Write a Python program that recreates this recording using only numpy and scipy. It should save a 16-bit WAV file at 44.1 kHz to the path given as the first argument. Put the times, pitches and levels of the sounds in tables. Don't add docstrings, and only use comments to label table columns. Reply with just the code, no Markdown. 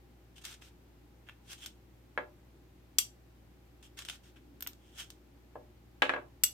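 import sys
import numpy as np
from scipy import signal
from scipy.fft import rfft, irfft, next_fast_len
from scipy.io import wavfile
from scipy.ndimage import uniform_filter1d

SR = 44100
rng = np.random.default_rng(int(sys.argv[2]) if len(sys.argv) > 2 else 0)


def generate_wav(sig):
    pcm = np.round(np.clip(np.atleast_2d(sig).T, -1, 1) * 32767).astype(np.int16)
    wavfile.write(sys.argv[1], SR, pcm)


N = 287973
T = np.arange(N) / SR
RING_T = T[:SR // 3]

# pitch_hz, level_db
HUM_TONES = [(58.9, -62), (117.6, -68.5), (358, -75)]
# frequency_hz, gain_db
AIR_SPECTRUM = [(88, -37.5), (150, -5.5), (259, -4.5), (286, -1), (361, -6), (439, -10.5), (745, -16.5),
                (805, -10.5), (871, -17), (1170, -20), (2310, -22.5), (10600, -36), (14200, -29),
                (16000, -40)]
# frequency_hz, gain_db
RUMBLE_SPECTRUM = [(20, -13.5), (45, -9.5), (75, 2.5), (125, 1.5), (170, -4.5), (260, -39)]
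# peak_s, rise_s, fall_s, level_db
DRONE_SWELLS = [(4.53, .12, .17, -62.5)]

# frequency_hz, gain_db
CHAMBER_SPECTRUM = [(200, -39), (600, -9.5), (1000, -8), (1500, -10.5), (2200, -1), (3300, 2), (4400, -2.5),
                    (6300, -4), (8500, -5.5), (11000, -14.5), (14000, -9), (16000, -25)]
# centre_hz, width_hz, gain_db
CHAMBER_RESONANCES = [(1470, 510, 13.3), (1750, 27, 7.9), (2700, 110, 5.4), (3200, 40, 3.2), (3690, 540, 3),
                      (4200, 38, 0.59), (5350, 580, 2.9), (5520, 37, 6.7), (5940, 83, 4.9),
                      (6550, 120, 8.2), (7550, 100, 5.9), (8160, 130, 9.3), (9370, 110, 13),
                      (11400, 120, 8.3), (13200, 230, 3.2), (15200, 330, 4.9)]
# start_s, length_s, relative_db, touch
RUBS = [(0.356, 0.034, -58.5, "light"), (0.41, 0.013, -54.5, "firm"), (0.436, 0.11, -43.5, "firm"),
        (0.611, 0.076, -54.5, "firm"), (1.264, 0.06, -55, "padded"), (1.575, .06, -61, "light"),
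        (1.662, 0.0076, -50, "light"), (3.824, 0.044, -60, "light"), (3.97, 0.054, -45, "firm"),
        (4.049, 0.017, -54.5, "light"), (4.078, 0.079, -46.5, "firm"), (4.23, 0.072, -59.5, "firm"),
        (4.357, 0.018, -52, "padded"), (4.979, 0.042, -44, "firm")]
TOUCHES = {"light": (5.7, 1), "firm": (0.85, -20.5), "padded": (-11.5, -28)}
# fastest_s, relative_db, hollow_db
DRAWS = [(1.519, -45, -8), (1.638, -50, 1.5), (5.002, -42.5, -3)]
# peak_s, rise_s, fall_s, relative_db
BRUSH = (4.88, .06, .14, -70.5)

# start_s, level_db, contact
TICKS = [(.3810, -56, "deep"), (0.452, -42.5, "rim"), (.6212, -56, "padded"), (1.2874, -50.5, "padded"),
         (1.2953, -50.5, "padded"), (1.531, -47.5, "side"), (1.6607, -42.5, "rim"), (3.8274, -61, "side"),
         (3.9897, -43.5, "side"), (4.0210, -50, "deep"), (4.0500, -48, "side"), (4.0864, -41, "deep"),
         (4.0980, -39, "deep"), (4.6071, -52.5, "loose"), (4.6240, -44, "loose"), (4.6644, -47.5, "padded"),
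         (4.6728, -42.5, "loose"), (4.7325, -61, "rim"), (5.103, -50, "rim")]
CONTACTS = {"padded": (-19.5, -23, 2.4), "side": (1, -24, 0), "deep": (-1, -26, 10), "rim": (7.2, -13, 5.1),
            "loose": (2.2, 4, 1)}
# pitch_hz, relative_db, t60_s
CASE_MODES = [(10650, -11, .012), (12850, -5, .012), (13380, 0, .022), (13580, 0, .018), (13750, -4, .018)]

# start_s, level_db, corner_hz, first_flight_s
KNOCKS = [(2.1760, -28.5, 1830, 0.014), (5.5551, -41.5, 860, 0), (6.0206, -19.5, 3190, .0728)]
# pitch_hz, relative_db, t60_s
TABLE_MODES = [(240, -29, .1), (277, -15, 0.11), (352, -12, 0.38), (482, -19, .06), (507, -2.5, .12),
               (532, -15.5, 0.078), (600, -3.5, 0.16), (620, -3, .05), (798, -2.5, 0.067), (860, -11, 0.23),
               (1053, -9.5, 0.089), (1140, -7, .09), (1313, -8, 0.07), (1495, -12, 0.043),
               (1664, 12.5, 0.041), (1907, 0.5, 0.02), (2035, 1, 0.03), (2275, -4.5, 0.073),
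               (2655, 7, 0.042), (2760, -3.5, 0.025)]
# frequency_hz, gain_db
THUD_SPECTRUM = [(80, 1), (170, -32.5), (270, -5), (450, -5), (1000, 2.5), (1700, 3.5), (2800, 5),
                 (3900, 3.5), (4800, -5), (7000, -8), (14000, -29)]

# start_s, relative_db, chatter_s, chatter_db
SNAPS = [(2.9846, -20, .0026, 1.5), (6.4360, -19, .0028, 1)]
# pitch_hz, t60_s, first_snap_db, second_snap_db
STEEL_MODES = [(2530, 0.01, -21.5, -13), (2840, 0.12, -14.5, -12), (3190, 0.037, -9.5, -38),
               (3430, .05, -11, -10), (4000, .04, -20.5, -16), (4630, 0.0072, -7, -7.5),
               (4660, .03, -13, -15), (6050, 0.031, -12.5, -24), (5940, .035, 0, -8),
               (6050, 0.049, -12.5, -4.5), (6560, .03, -19, -32), (7360, 0.019, 0, -12),
               (7730, 0.047, -12, 5.5), (7640, 0.025, 0.5, -25), (8190, .035, -7.5, -23),
               (8840, .03, -10.5, -15), (8930, 0.077, -11.5, -8), (11900, .03, -17, -19),
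               (11370, .03, -11.5, -5), (11775, 0.012, -8, -21), (11540, .035, -15, -21),
               (13310, .04, -15.5, -8), (12260, 0.041, -7.5, -4), (13800, 0.035, -8.5, -2),
               (14700, 0.03575, -9.5, -3)]
# frequency_hz, gain_db
CRACK_SPECTRUM = [(150, -27.5), (800, -28.5), (1200, -9), (1650, -13), (2000, -3), (3200, -3), (4200, -5.5),
                  (5300, 0.5), (6600, -6), (8300, -6), (10000, -4), (11300, -0.5), (13500, -2.5),
                  (16000, -11.5)]

# frequency_hz, t60_s
ROOM_DECAY = [(200, 0.32), (600, 0.28), (1600, 0.17), (4000, 0.2), (8000, 0.2), (14000, 0.145)]


def undb(db):
    return 10 ** (np.asarray(db) / 20)


def unit(x):
    return x / np.sqrt(np.mean(x ** 2))


def unit_energy(x):
    return x / np.sqrt(np.sum(x ** 2, axis=-1, keepdims=True) / (SR * .01))


def bins_hz(size):
    return np.maximum(np.fft.rfftfreq(size, 1 / SR), 1)


def along(points, hz):
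    frequencies, values = np.transpose(points)
    return np.interp(np.log(hz), np.log(frequencies), values)


def colour(x, db_at):
    size = 16384
    cepstrum = irfft(np.log(undb(db_at(bins_hz(size)))))
    cepstrum[1:size // 2] *= 2
    cepstrum[size // 2 + 1:] = 0
    response = irfft(np.exp(rfft(cepstrum)))[None, :size // 2]
    return signal.oaconvolve(x, response, axes=1)[:, :x.shape[1]]


def diffuse_noise(size, apart_hz):
    mid, side = rfft(rng.standard_normal((2, size)))
    hz = np.fft.rfftfreq(size, 1 / SR)
    share = hz / np.hypot(hz, apart_hz)
    return irfft(np.array([mid + side * share, mid - side * share]) / np.sqrt(1 + share ** 2), size)


def decay(t60):
    return np.exp(-np.log(1000) * RING_T / t60)


def burst(t60, apart_hz):
    spectrum = rfft(diffuse_noise(len(RING_T), apart_hz) * decay(t60))
    smoothed = np.sqrt(uniform_filter1d(abs(spectrum) ** 2, size=200) + 1e-12)
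    return unit_energy(irfft(spectrum / smoothed, len(RING_T)) * (RING_T < RING_T[-1] / 2))


def ring(modes, apart_hz, scatter_rad):
    out = 0
    for hz, db, t60 in modes:
        phase, skew = rng.uniform(-1.21, 1, 2)
        lag = np.pi * skew * hz / np.hypot(hz, apart_hz) * np.array([[.5], [-.5]])
        out = out + undb(db) * decay(t60) * np.sin(2 * np.pi * hz * RING_T + scatter_rad * phase + lag)
    return unit_energy(out)


def swell(peak_s, rise_s, fall_s):
    return np.exp(-((T - peak_s) / np.where(T < peak_s, rise_s, fall_s)) ** 2 / 2)


def pan(x, pan_db):
    return x * undb(np.array([[.5], [-.5]]) * pan_db)


def add(out, start_s, x):
    i = int(start_s * SR)
    out[:, i:i + x.shape[1]] += x[:, :N - i]


def background():
    hum = 0
    for hz, db in HUM_TONES:
        waver = np.interp(T, np.linspace(0, T[-1], num=40), rng.standard_normal(size=40))
        hum = hum + undb(db) * np.sqrt(2) * np.sin(2 * np.pi * hz * T + waver * hz / 300)
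    air = unit(colour(diffuse_noise(N, apart_hz=617), lambda hz: along(AIR_SPECTRUM, hz)))
    rumble = unit(colour(diffuse_noise(N, apart_hz=450), lambda hz: along(RUMBLE_SPECTRUM, hz)))
    band = resonate(diffuse_noise(N, apart_hz=650), centre_hz=290, half_width_hz=50)
    drone = band * sum(undb(db) * swell(*timing) for *timing, db in DRONE_SWELLS)
    return pan(hum + undb(-63.5) * air + undb(-68) * rumble + drone, pan_db=.8)


def resonance(hz, centre_hz, half_width_hz):
    return 1 / (1 + ((hz - centre_hz) / half_width_hz) ** 2)


def resonate(x, centre_hz, half_width_hz):
    return unit(colour(x, lambda hz: 20 * np.log10(resonance(hz, centre_hz, half_width_hz))))


def chamber_db(hz):
    peaks_db = sum(db * resonance(hz, centre, width / 2) for centre, width, db in CHAMBER_RESONANCES)
    return along(CHAMBER_SPECTRUM, hz) + peaks_db


def treble(hz):
    return 1 / (1 + (3600 / hz) ** 12)


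def rub(start_s, length_s, attack_s=.0076, sag_db_per_s=66, release_s=.01):
    attack = np.minimum(RING_T / attack_s, 1)
    sag = undb(-sag_db_per_s * RING_T)
    release = np.exp(-np.maximum(RING_T - length_s, 0) / release_s)
    return np.interp(T - start_s, RING_T, attack * sag * release, right=0)


def draw(fastest_s, slope_db_per_s=444, rounding_s=.0072):
    away_s = np.minimum(abs(T - fastest_s), .5)
    return undb(-slope_db_per_s * (np.hypot(away_s, rounding_s) - rounding_s))


def strokes(bright_db=3.5):
    *brush_timing, brush_db = BRUSH
    rubs = [(rub(start_s, length_s), db, *TOUCHES[touch]) for start_s, length_s, db, touch in RUBS]
    draws = [(draw(fastest_s), db, bright_db, hollow_db) for fastest_s, db, hollow_db in DRAWS]
    return rubs + draws + [(swell(*brush_timing), brush_db, bright_db, 0)]


def catches(rate_per_s=200, decay_s=.00095):
    jolts = (rng.random(N) < rate_per_s / SR) * rng.uniform(.38, 1, N)
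    return unit(signal.lfilter([1], [1, -np.exp(-1 / (decay_s * SR))], jolts + 1e-18))


def cartridge_friction(slips_per_s=3000):
    slips = (rng.random(N) < slips_per_s / SR) * undb(1.1 * np.minimum(rng.exponential(size=N), 6))
    grit = diffuse_noise(N, apart_hz=3000) * np.hypot(unit(slips + .28), undb(-12) * catches())
    body = unit(colour(grit, chamber_db))
    size = next_fast_len(N, True)
    high = irfft(rfft(body, size) * treble(bins_hz(size)), size)[:, :N]
    hollow = resonate(grit, centre_hz=3300, half_width_hz=350)
    power = sum(np.outer(undb([db, db + treble_db, db + hollow_db]) ** 2, envelope ** 2)
                for envelope, db, treble_db, hollow_db in strokes())
    low_gain, high_gain, hollow_gain = np.sqrt(power)
    return undb(-4.5) * ((body - high) * low_gain + high * high_gain + hollow * hollow_gain)


def cartridge_ticks():
    out = np.zeros((2, N))
    for start_s, db, contact in TICKS:
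        treble_db, case_db, hollow_db = CONTACTS[contact]

        def tap_db(hz):
            hollow = resonance(hz, centre_hz=3130, half_width_hz=400)
            return chamber_db(hz) + treble_db * treble(hz) + hollow_db * hollow

        tap = unit_energy(colour(burst(t60=.018, apart_hz=2500), tap_db))
        case = pan(ring(CASE_MODES, apart_hz=2500, scatter_rad=np.pi), pan_db=2)
        add(out, start_s, undb(db) * tap + undb(db + case_db) * case)
    return out


def edge_echo(delay_at_1khz_s=.0089):
    hz = bins_hz(len(RING_T))
    phase = 4 * np.pi * delay_at_1khz_s * np.sqrt(1000 * hz)
    passband = 1 / np.sqrt((1 + (hz / 1250) ** 6) * (1 + (480 / hz) ** 6))
    return unit_energy(irfft(passband * np.exp(-1j * phase), len(RING_T)))


def knock(corner_hz):
    def contact_db(hz):
        rim = 1 + (hz / 5200) ** 8
        return 10 * np.log10(rim / (1 + (hz / corner_hz) ** 6.22) / (1 + (200 / hz) ** 4))

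    thud = unit_energy(colour(burst(t60=.028, apart_hz=1500), lambda hz: along(THUD_SPECTRUM, hz)))
    modes = ring(TABLE_MODES, apart_hz=2600, scatter_rad=1.8)
    top = modes + undb(-.5) * thud + undb(-9) * edge_echo()
    return unit_energy(colour(top, contact_db))


def table_knocks(restitution=.595):
    out = np.zeros((2, N))
    for start_s, db, corner_hz, flight_s in KNOCKS:
        for _ in range(5 if flight_s > .02 else 1):
            add(out, start_s, undb(db) * knock(corner_hz))
            start_s += flight_s
            flight_s *= restitution
            db -= 5.5
            corner_hz *= .79
    return out


def cylinder_snaps():
    out = np.zeros((2, N))
    for k, (start_s, db, chatter_s, chatter_db) in enumerate(SNAPS):
        modes = [(hz, levels_db[k], t60) for hz, t60, *levels_db in STEEL_MODES]
        add(out, start_s, undb(db - 3.5) * ring(modes, apart_hz=2500, scatter_rad=np.pi))

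        def steel_db(hz):
            lift = sum(undb(mode_db + 13) ** 2 * resonance(hz, mode_hz, half_width_hz=130)
                       for mode_hz, mode_db, _ in modes)
            return along(CRACK_SPECTRUM, hz) + 10 * np.log10(1 + lift)

        for delay_s, blow_db in [(0, -5), (chatter_s / 2, chatter_db - 11),
                                 (chatter_s, chatter_db - 7.5)]:
            crack = unit_energy(colour(burst(t60=.02, apart_hz=2500), steel_db))
            add(out, start_s + delay_s, undb(db + blow_db) * crack)
    return out


def room(x, wet_db, pan_db=0):
    size = len(RING_T)
    noise = rfft(diffuse_noise(size, apart_hz=500))
    tail = 0
    for centre_hz, t60 in ROOM_DECAY:
        band = along([(hz, hz == centre_hz) for hz, _ in ROOM_DECAY], bins_hz(size))
        tail = tail + irfft(noise * band, size) * decay(t60)
    tail *= 1 - np.exp(-(RING_T / .0045) ** 4)
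    tail /= np.sqrt(np.sum(tail ** 2, axis=1, keepdims=True))
    return pan(x, pan_db) + undb(wet_db) * signal.fftconvolve(x, tail, axes=1)[:, :N]


def scene():
    cylinder = room(cylinder_snaps(), wet_db=-9, pan_db=3)
    cartridges = room(cartridge_ticks() + cartridge_friction(), wet_db=-10, pan_db=.3)
    table = room(table_knocks(), wet_db=-5.5)
    return background() + cartridges + table + cylinder


def record(dry):
    top_hz = 16200
    return signal.sosfilt(signal.ellip(10, .2, 80, top_hz, fs=SR, output="sos"), dry)


dry = scene()
out = record(dry)
generate_wav(out)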